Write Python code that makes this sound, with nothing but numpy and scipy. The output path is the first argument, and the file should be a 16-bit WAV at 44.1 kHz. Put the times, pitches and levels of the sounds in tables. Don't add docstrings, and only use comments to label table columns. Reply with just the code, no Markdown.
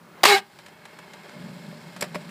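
import sys
import numpy as np
from scipy import signal
from scipy.fft import rfft, irfft, next_fast_len
from scipy.io import wavfile
from scipy.ndimage import map_coordinates

SR = 44100
rng = np.random.default_rng(int(sys.argv[2]) if len(sys.argv) > 2 else 0)


def transcribe(signal):
    frames = np.atleast_2d(signal).T
    limited = np.clip(frames, -1, 1)
    pcm = np.round(limited * 32767).astype(np.int16)
    wavfile.write(sys.argv[1], SR, pcm)


N = 101429


def amp(db):
    return 10 ** (np.asarray(db) / 20)


def unit(x):
    return x / np.sqrt(np.mean(x ** 2) + 1e-20)


def along(points, hz):
    f, values = np.transpose(points)
    return np.interp(np.log(hz + 1), np.log(f + 1), values)


def curves(rows):
    times, *columns = np.transpose(rows)
    return [np.interp(np.arange(N) / SR, times, column) for column in columns]


def wobble(rate):
    return map_coordinates(rng.standard_normal(N // 8), [np.arange(N) * rate / SR], mode="wrap")


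def filtered(x, response):
    size = 2 * next_fast_len(N)
    gain = response(np.fft.rfftfreq(size, 1 / SR))
    return irfft(rfft(x, size) * gain / np.sqrt(np.mean(abs(gain) ** 2)), size)[:N]


def coloured(x, points):
    def response(hz):
        cepstrum = irfft(np.log(amp(along(points, hz))))
        half = len(cepstrum) // 2
        return np.exp(rfft(np.r_[cepstrum[0], 2 * cepstrum[1:half], np.zeros(half)]))
    return filtered(x, response)


def rung(x, modes):
    def response(f):
        return sum((-1) ** k * amp(db) * 1j * f * width / (centre ** 2 - f ** 2 + 1j * f * width)
                   for k, (centre, width, db) in enumerate(modes))
    return filtered(x, response)


def grit(rate, spread_db):
    impacts = (rng.random(N) < rate / SR) * rng.choice([-1, 1], N)
    return unit(impacts * amp(spread_db * rng.standard_normal(N)))


def blows(rows, attack_s):
    power = np.zeros(N)
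    for start, db, t60 in rows:
        age = np.maximum(np.arange(N) / SR - start, 0)
        rise = np.minimum(age / attack_s, 1)
        power += (rise * amp(db - 60 * np.maximum(age - attack_s, 0) / t60)) ** 2
    return np.sqrt(power) * rng.choice([-1, 1], N)


def pivot():
    # t/s, level/dB
    scrub = [(0, -55), (.15, -53), (.23, -46.5), (.26, -100)]
    # f/Hz, width/Hz, level/dB
    modes = [(350, 83, 6), (1190, 540, 1.5)]
    level_db, = curves(scrub)
    return rung(amp(level_db) * rng.standard_normal(N), modes)


def drifting(x, depth=0.016):
    slide = depth * wobble(rate=9)
    return unit(map_coordinates(x, [np.cumsum(1 + slide - slide.mean())], mode="reflect"))


def rolling():
    # t/s, ring level/dB, hiss level/dB
    levels = [(0, -66.5, -70), (.17, -51.5, -68), (.47, -58.5, -63), (.62, -52.5, -59), (.76, -53, -65),
              (.9, -50.5, -60.5), (1.27, -47.5, -57), (1.6, -50, -55.5), (2.3, -48, -54.5)]
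    # f/Hz, width/Hz, level/dB
    wheel_modes = [(391.6, 65, 7.5), (595, 26, 10.5), (848, 264, 4), (1690, 326, 2.5), (2157, 78, 6.5),
                   (2606, 210, -2.5), (3210, 160, -4.5), (4146, 215, -7)]
    # f/Hz, level/dB
    hiss_colour = [(1500, -7.5), (3200, 3.5), (5100, 4.5), (6250, -8), (7400, -1), (9500, -8), (15000, -14)]
    ring_db, hiss_db = curves(levels)
    surface_db = 0.9 * wobble(rate=90)
    ring = amp(ring_db + surface_db) * drifting(rung(grit(rate=5000, spread_db=1.5), wheel_modes))
    hiss = coloured(amp(hiss_db + surface_db) * grit(rate=10000, spread_db=3.5), hiss_colour)
    return ring + hiss


def deck(low_hz=115):
    # t/s, level/dB
    shaking = [(.2, -56.5), (.27, -39.5), (.4, -47.5), (.45, -62), (1.29, -51.5), (1.36, -40.5),
               (1.47, -38), (1.55, -43.5), (1.65, -41.5), (1.89, -45), (2.3, -42.5)]
    # f/Hz, width/Hz, level/dB
    modes = [(160.6, 46.3, -1), (182.3, 34, 1.5), (224.7, 26, -6), (595.6, 28, -12.5)]
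    shake_db, = curves(shaking)
    drumming = rung(amp(shake_db) * rng.standard_normal(N), modes)
    return signal.sosfilt(signal.butter(3, low_hz, "high", fs=SR, output="sos"), drumming)


def slaps():
    # t/s, level/dB, t60/s
    landings = [(.2331, -10, .025), (.237, -2, .026), (.2536, -4, .035)]
    # f/Hz, level/dB
    colour = [(70, -42), (230, -23), (350, -6.5), (480, -15.5), (660, -1.5), (1170, -1.5), (1380, -12.5),
              (2000, -4.5), (2400, -11), (4900, -12), (5500, -17), (15000, -28)]
    return coloured(blows(landings, attack_s=0.00098), colour)


def skid(jitter=0.018, slip_depth=0.25, truck_db=-3):
    # t/s, f/Hz
    judder = [(.26, 424.5), (.318, 404.8), (.345, 386.8), (.368, 398.6), (.39, 386)]
    # t/s, fundamental level/dB, overtone level/dB, scrape level/dB
    levels = [(.249, -55, -60, -13.5), (.27, -24.5, -33, -16.5), (.295, -19, -24, -15.5),
              (.32, -17, -17.5, -19), (.345, -17.5, -21.5, -21.5), (.368, -30.5, -18, -27),
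              (.388, -55, -37.5, -29.5), (.408, -62, -40, -52)]
    harmonics = [-2.5, -1.5, -18, -9]
    # f/Hz, level/dB
    scrape_colour = [(150, -49), (480, -17.5), (750, -6.5), (1400, -6), (2000, -4), (5000, -10.5),
                     (6000, -18), (8200, -16), (9500, -22.5), (15000, -25)]
    # f/Hz, width/Hz, level/dB
    truck_modes = [(1230, 43, -3), (1590, 58, -0.5), (2176, 27, 6), (2950, 67, -1.5), (3906, 47, 2),
                   (4780, 59, -9.5)]
    hz, = curves(judder)
    tone_db, overtone_db, scrape_db = curves(levels)
    t = np.arange(N) / SR
    sliding = (t > levels[0][0]) & (t < levels[-1][0])
    phase = 2 * np.pi * np.cumsum(hz * (1 + jitter * wobble(rate=400))) / SR
    buzz = np.zeros(N)
    for k, db in enumerate(harmonics):
        flutter_db = 0.65 * (k + 1) * wobble(rate=130)
        phase_shift = 0.42 * np.sqrt(k) * wobble(rate=110) + 2 * np.pi * rng.random()
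        gain = amp(db + (overtone_db if k else tone_db) + flutter_db)
        buzz += gain * np.sin((k + 1) * phase + phase_shift)
    slips = unit(grit(rate=20000, spread_db=3) * (1 + slip_depth * np.cos(phase)) ** 2) * sliding
    scrape = coloured(amp(scrape_db) * slips, scrape_colour)
    truck = rung(amp(tone_db + truck_db) * slips, truck_modes)
    return np.sqrt(2) * buzz * sliding + scrape + truck


def ticks(t60_s=0.049):
    # t/s, level/dB
    hits = [(0.587, -40), (0.661, -39.5), (.682, -45), (0.8529, -38.5), (.987, -39.5), (1.134, -37.5),
            (1.232, -48), (1.293, -43), (1.963, -35.5), (2.291, -41.5)]
    # f/Hz, level/dB
    colour = [(150, -5), (900, 10.5), (1250, 3.5), (1700, 7), (4500, -2.5), (6200, -9), (7600, -5),
              (15000, -22.5)]
    return coloured(blows([(start, db, t60_s) for start, db in hits], attack_s=0.0015), colour)


def clonks():
    # t/s, level/dB, half contact time/s
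    bumps = [(1.727, -10, .0003), (2.0258, -3, .0001), (2.1578, -1.5, .0001)]
    # f/Hz, width/Hz, level/dB
    modes = [(181, 36, -6), (594, 24, -0.5), (1084, 120, -11.5)]
    t = np.arange(N) / SR
    push = sum(amp(db) * np.exp(-((t - centre) / half) ** 2) / (np.sqrt(np.pi) * half * SR)
               for centre, db, half in bumps)
    return rung(push, modes)


def clinks():
    # t/s, level/dB, t60/s
    hits = [(2.0093, -26, 0.042), (2.0132, -22, 0.008), (2.0255, -25.5, .012)]
    # f/Hz, level/dB
    colour = [(2300, -15.5), (3300, -14.5), (5300, -7), (6300, -21.5), (7600, -3.5), (9500, -18.5),
              (12200, -13.5), (15000, -24)]
    return coloured(blows(hits, attack_s=0.00045), colour)


def knocks():
    # t/s, level/dB, t60/s
    hits = [(2.0225, -23, 0.044), (2.0255, -24, 0.055), (2.040, -31, 0.065), (2.1455, -32, 0.078),
            (2.1515, -30.5, 0.056), (2.1568, -25.5, 0.012)]
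    # f/Hz, level/dB
    colour = [(60, -13), (180, -13), (590, -1.5), (1420, -10), (2100, -5.5), (3500, -17), (5200, -14),
              (6380, -30), (7400, -20.5), (15000, -34)]
    return coloured(blows(hits, attack_s=0.0003), colour)


def bowl(x, delay_s=0.02):
    # f/Hz, t60/s
    decay = [(200, 0.22), (1000, 0.3), (10000, 0.089)]
    hz, t, noise = signal.stft(rng.standard_normal(SR // 2), SR, nperseg=256)
    fade = amp(-60 * t / along(decay, hz)[:, None])
    tail = signal.istft(noise * fade, SR, nperseg=256)[1]
    delayed = np.pad(x, (int(delay_s * SR), 0))
    return signal.fftconvolve(delayed, tail / np.linalg.norm(tail))[:N]


def scene(bowl_db=-25, air_db=-58.5):
    # f/Hz, level/dB
    air_colour = [(40, -5.5), (190, 11.5), (900, -13.5), (15000, -17)]
    board = pivot() + skid() + rolling() + deck() + slaps() + ticks() + clinks() + knocks() + clonks()
    air = amp(air_db) * coloured(rng.standard_normal(N), air_colour)
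    return (board + amp(bowl_db) * bowl(board) + air)[None]


def record(dry, low_hz=75, top_hz=15450):
    rounded = dry / (1 + abs(dry) ** 6) ** (1 / 6)
    thinned = signal.sosfilt(signal.butter(2, low_hz, "high", fs=SR, output="sos"), rounded)
    size = 2 * next_fast_len(N)
    in_band = np.fft.rfftfreq(size, 1 / SR) < top_hz
    return irfft(rfft(thinned, size) * in_band, size)[:, :N]


dry = scene()
out = record(dry)
transcribe(out)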